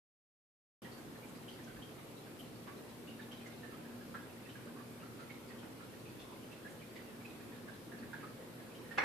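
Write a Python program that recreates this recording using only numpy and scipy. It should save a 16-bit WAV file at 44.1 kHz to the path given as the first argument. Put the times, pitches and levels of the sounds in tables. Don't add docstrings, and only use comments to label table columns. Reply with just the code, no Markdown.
import sys
import numpy as np
from scipy import signal
from scipy.fft import rfft, irfft
from scipy.io import wavfile
from scipy.ndimage import uniform_filter1d

SR = 44100
rng = np.random.default_rng(int(sys.argv[2]) if len(sys.argv) > 2 else 0)


def wav_record(signal):
    frames = np.transpose(np.atleast_2d(signal))
    bounded = np.clip(frames, -1, 1)
    quanta = np.round(bounded * 32767).astype(np.int16)
    wavfile.write(sys.argv[1], SR, quanta)


N = 398663
START_S = .818

# frequency in Hz, relative level in dB.
AIR_SPECTRUM = [(15, -51), (25, -8), (49, -34), (108, -5), (179, -5.5), (240, -2), (368, -4.5), (520, -7),
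                (610, -12), (910, -15), (4260, -25), (6350, -30), (10500, -28), (13400, -28.5),
                (14500, -31.5)]
# frequency in Hz, correlation from 0 to 1.
AIR_LIKENESS = [(30, 0.5), (80, 0.71), (200, 0.74), (400, 0.72), (800, 0.27), (2000, 0), (4000, 0),
                (8000, 0)]
# pitch in Hz, level in dB, phase waver in radians.
HUM_LINES = [(58.7, -77.5, .6), (118.8, -64, 0.95), (158.8, -69, 0.78), (207, -71.5, 1.2), (10201, -92, .2)]
# time in seconds, relative level in dB.
DRONE_FADER = [(.85, -60.5), (1.6, -58), (2.5, -66.5), (3.2, -55.5), (5.7, -59.5), (6.4, -65), (7.5, -56),
               (8.9, -62)]
# time of the crest in seconds, level in dB.
ARM_PUFFS = [(1.75, -63), (3.77, -69), (5.5, -74), (6.2, -68)]
# start in seconds, band centre in Hz, relative level in dB.
CRISP_TICKS = [(1.285, 8500, -64), (1.635, 5500, -62), (2.392, 11000, -58.5), (2.671, 2800, -67),
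               (3.32, 4800, -66), (3.465, 6000, -62), (6.70, 8000, -63), (6.956, 3800, -61)]
# start in seconds, level in dB.
BLOWS = [(8.976, -43), (8.9815, -32), (9.002, -42.5), (9.034, -42)]
# pitch in Hz, relative level in dB, seconds to fall by 60 dB.
SHELL_MODES = [(306, -7.5, 0.026), (465, -0.5, 0.018), (813, -1, 0.047), (1210, -3, 0.022),
               (1400, 0, 0.018), (1716, 3.5, 0.026), (2120, 3, 0.016), (2560, -3, 0.028), (3330, -23, .02),
               (4290, -13.5, 0.034), (5700, -15.5, 0.06), (7650, -30, .03)]
# pitch in Hz, left minus right in dB.
BUBBLE_PAN = [(1100, -2), (1350, -4.5), (1700, -6.5), (2100, -7), (3000, 0), (4500, -3)]
# cue in seconds, pitch in Hz, relative level in dB,
# splash as a share of the ring.
LEAD_BUBBLES = [(0.834, 3130, -63, 0.64), (0.851, 1920, -57, 0.53), (0.923, 4500, -63, 0.45),
                (1.234, 2310, -60.5, .45), (1.488, 3100, -54.5, 0.42), (1.677, 1530, -59, 0.71),
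                (1.826, 3160, -57, .2), (2.397, 3030, -57.5, .35), (2.677, 1120, -51.5, 1),
                (3.08, 2790, -57, .2), (3.199, 1720, -55.5, 0.28), (3.32, 3050, -54.5, .4),
                (3.464, 2060, -57.5, .55), (3.639, 1760, -54.5, .45), (3.728, 1260, -56.5, .6),
                (3.85, 1630, -61, .2), (4.148, 1350, -49, .35), (4.152, 1610, -51, .3),
                (4.453, 2610, -62, .3), (4.497, 3030, -60.5, .5), (4.556, 1620, -57, 0.51),
                (4.768, 1150, -57.5, 0.58), (5.033, 1330, -57, .35), (5.197, 1360, -55, 0.51),
                (5.302, 2150, -55, 0.58), (5.504, 1900, -59, .8), (5.63, 1400, -60, 1),
                (5.801, 1355, -57.5, 0.45), (6.06, 2520, -61, 0.4), (6.2, 3470, -59, .8),
                (6.302, 997, -57, .2), (6.52, 2640, -58.5, .65), (6.655, 1660, -53, .2),
                (6.82, 2380, -61, .3), (6.962, 2030, -55.5, 0.86), (7.255, 2510, -54, 0.38),
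                (7.525, 1720, -60, 0.6), (7.684, 1600, -54.5, .2), (7.924, 1710, -56, .2),
                (8.027, 1640, -61, .2), (8.138, 1627, -47, 0.28), (8.236, 1285, -51, 0.64),
                (8.755, 3080, -61.5, .5), (8.916, 1780, -49.5, 0.46)]


def gain_of(db):
    return 10 ** (np.asarray(db) / 20)


def unit_rms(x):
    return x / np.sqrt(np.mean(x ** 2) + 1e-20)


def curve_at(points, hz):
    freqs, values = np.transpose(points)
    return np.interp(np.log(hz + 1), np.log(freqs + 1), values)


def add(mix, start_s, sound):
    part = mix[:, max(round(start_s * SR), 0):][:, :sound.shape[1]]
    part += sound[:, :part.shape[1]]


def drift(rate_hz):
    hz = np.fft.rfftfreq(N, 1 / SR)
    return unit_rms(irfft(rfft(rng.standard_normal(N)) / (1 + (hz / rate_hz) ** 4), N))


def burst(low_hz, high_hz, decay_s):
    t = np.arange(SR // 20) / SR
    band = signal.butter(2, [low_hz, min(high_hz, SR / 2 - 100)], "band", fs=SR)
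    noise = signal.lfilter(*band, rng.standard_normal(len(t)) * np.exp(-t / decay_s))
    return noise / np.linalg.norm(noise)


def in_room(sound, direct, early, early_s, t60):
    t = np.arange(SR // 2) / SR
    echoes = rng.standard_normal((2, len(t)))
    echoes = echoes + 0.12 * echoes[::-1]
    cluster = early * t / early_s * np.exp(1 - t / early_s)
    tail = gain_of(-60 * t / t60) * (1 - np.exp(-t / 0.012))
    response = echoes * (cluster + tail)
    response /= np.linalg.norm(response[0])
    response[:, 0] += direct
    heard = signal.fftconvolve(sound[None], response, axes=1)
    return heard / np.sqrt(np.mean(heard[:, :SR // 25] ** 2, axis=1, keepdims=True))


def room_tone(level_db=-51.5, shimmer_db=1.17):
    frames, hz = N // 512 + 5, np.fft.rfftfreq(2048, 1 / SR)
    left_re, left_im, side_re, side_im, shimmer = rng.standard_normal((5, frames, len(hz)))
    shimmer = uniform_filter1d(shimmer, size=10, axis=0)
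    shimmer = unit_rms(uniform_filter1d(shimmer, size=12, axis=1))
    likeness = curve_at(AIR_LIKENESS, hz)
    left = left_re + 1j * left_im
    right = likeness * left + np.sqrt(1 - likeness ** 2) * (side_re + 1j * side_im)
    spectra = np.array([left, right]) * gain_of(curve_at(AIR_SPECTRUM, hz) + shimmer_db * shimmer)
    _, noise = signal.istft(spectra.transpose(0, 2, 1), nperseg=2048, noverlap=1536)
    return gain_of(level_db) * unit_rms(noise[:, :N])


def fan_hum(drone_hz=235.9, trim_db=-2.0, throb_db=3, throb_s=0.802, crest_s=4.815, swell_db=1.7):
    t = np.arange(N) / SR

    def tone(hz, waver):
        swell = gain_of(swell_db * drift(5.4))
        return unit_rms(swell * np.sin(2 * np.pi * hz * t + waver * drift(4.3)))

    fader_db = np.interp(t, *np.transpose(DRONE_FADER))
    pulse_db = throb_db * np.cos(2 * np.pi * (t - crest_s) / throb_s)
    drone = gain_of(fader_db + pulse_db + trim_db) * tone(drone_hz, waver=1.43)
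    return drone + sum(gain_of(db) * tone(hz, waver) for hz, db, waver in HUM_LINES)


def arm_puffs(width_s=0.051):
    t = np.arange(N) / SR
    band = signal.butter(2, [45, 85], "band", fs=SR, output="sos")
    rumble = unit_rms(signal.sosfilt(band, rng.standard_normal(N)))
    return rumble * sum(gain_of(db) * np.exp(-((t - s) / width_s) ** 2 / 2) for s, db in ARM_PUFFS)


def ticks(decay_s=0.0071, trim_db=-5):
    out = np.zeros((2, N))
    for start_s, hz, db in CRISP_TICKS:
        crackle = burst(hz * 0.77, hz * 1.26, decay_s)
        heard = in_room(crackle, direct=0.33, early=1.0, early_s=0.0045, t60=0.35)
        add(out, start_s, gain_of(db + trim_db) * heard)
    return out


def knocks(right_db=1.4, crunch_db=-4):
    out, t = np.zeros((2, N)), np.arange(SR // 20) / SR
    for start_s, db in BLOWS:
        body = 0
        for hz, mode_db, t60 in SHELL_MODES:
            mode = np.sin(2 * np.pi * hz * t) * gain_of(-60 * t / t60) * (1 - np.exp(-t * hz))
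            body += gain_of(mode_db) * in_room(mode, direct=0.36, early=2.5, early_s=0.0021, t60=0.36)
        body /= np.linalg.norm(gain_of([mode_db for _, mode_db, _ in SHELL_MODES]))
        crunch = burst(1010, 2340, decay_s=0.0041)
        crunch = in_room(crunch, direct=0.41, early=1.4, early_s=0.0038, t60=0.45)
        add(out, start_s, gain_of(db) * (body + gain_of(crunch_db) * crunch))
    return out * gain_of([[-right_db], [right_db]])


def bubble(hz, cycles, rise, splash):
    t = np.arange(SR // 20) / SR
    age = t * hz / cycles
    glide_hz = hz * (1 + rise * (np.tanh(age) - .5))
    envelope = (1 - np.exp(-t / 0.00034)) * np.exp(-age)
    ring = envelope * np.sin(2 * np.pi * np.cumsum(glide_hz) / SR)
    return ring / np.linalg.norm(ring) + splash * burst(hz * 0.44, hz * 1.61, decay_s=0.015)


def pan(hz):
    return gain_of(curve_at(BUBBLE_PAN, hz) * np.array([[1], [-1]]) / 2)


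def trickle(level_db=-69, spread_db=3, tilt_db=-8, low_hz=850, high_hz=4500, count=130):
    out = np.zeros((2, N))
    for when, height, force in rng.random((count, 3)):
        ring = bubble(low_hz * (high_hz / low_hz) ** height, cycles=6.3, rise=.1, splash=0.46)
        gain = gain_of(level_db + spread_db * (2 * force - 0.5) + tilt_db * height)
        start_s = START_S + when * (N / SR - START_S)
        add(out, start_s, gain * in_room(ring, direct=0.12, early=1.2, early_s=0.0034, t60=0.28))
    return out


def gurgle(level_db=-62.5, spread_db=2, tilt_db=-6, low_hz=1400, high_hz=4800, count=40):
    out = np.zeros((2, N))
    for slot, (late, height, force) in enumerate(rng.random((count, 3))):
        hz = low_hz * (high_hz / low_hz) ** height
        gain = gain_of(level_db + spread_db * (2 * force - 1) + tilt_db * height) * pan(hz)
        ring = bubble(hz, cycles=5.9, rise=0.077, splash=.6)
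        start_s = START_S + (slot + late) / count * (N / SR - START_S)
        add(out, start_s, gain * in_room(ring, direct=0.14, early=1.0, early_s=0.0082, t60=0.34))
    return out


def plips(trim_db=-1, lead_s=.006, shed_db=-12, shed_within_s=.07, near_above_db=-57):
    out = np.zeros((2, N))
    for (cue_s, hz, db, splash), (late, height) in zip(LEAD_BUBBLES, rng.random((len(LEAD_BUBBLES), 2))):
        gain = gain_of(db + trim_db) * pan(hz)
        near = gain_of(0.53 * max(db - near_above_db, 0))
        ring = bubble(hz, cycles=6.6, rise=0.048, splash=splash)
        ring = in_room(ring, direct=0.23 * near, early=0.97 * near, early_s=0.0056, t60=0.45)
        add(out, cue_s - lead_s, gain * ring)
        shed_octaves = 0.49 * (2 * height - .7)
        shed = bubble(hz * 2 ** shed_octaves, cycles=4.9, rise=0.074, splash=0.4)
        shed = in_room(shed, direct=0.35, early=1.4, early_s=0.0063, t60=.35)
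        add(out, cue_s + shed_within_s * late, gain / near * gain_of(shed_db) * shed)
    return out


def scene():
    return plips() + gurgle() + trickle() + ticks() + knocks() + arm_puffs() + room_tone() + fan_hum()


def record(dry, fade_s=.003, cutoff_hz=14600):
    fade_in = np.clip((np.arange(N) / SR - START_S) / fade_s, 0, 1)
    low_pass = signal.firwin(511, cutoff_hz, window=("kaiser", 9), fs=SR)
    return signal.oaconvolve(dry * fade_in, low_pass[None], "same")


dry = scene()
out = record(dry)
wav_record(out)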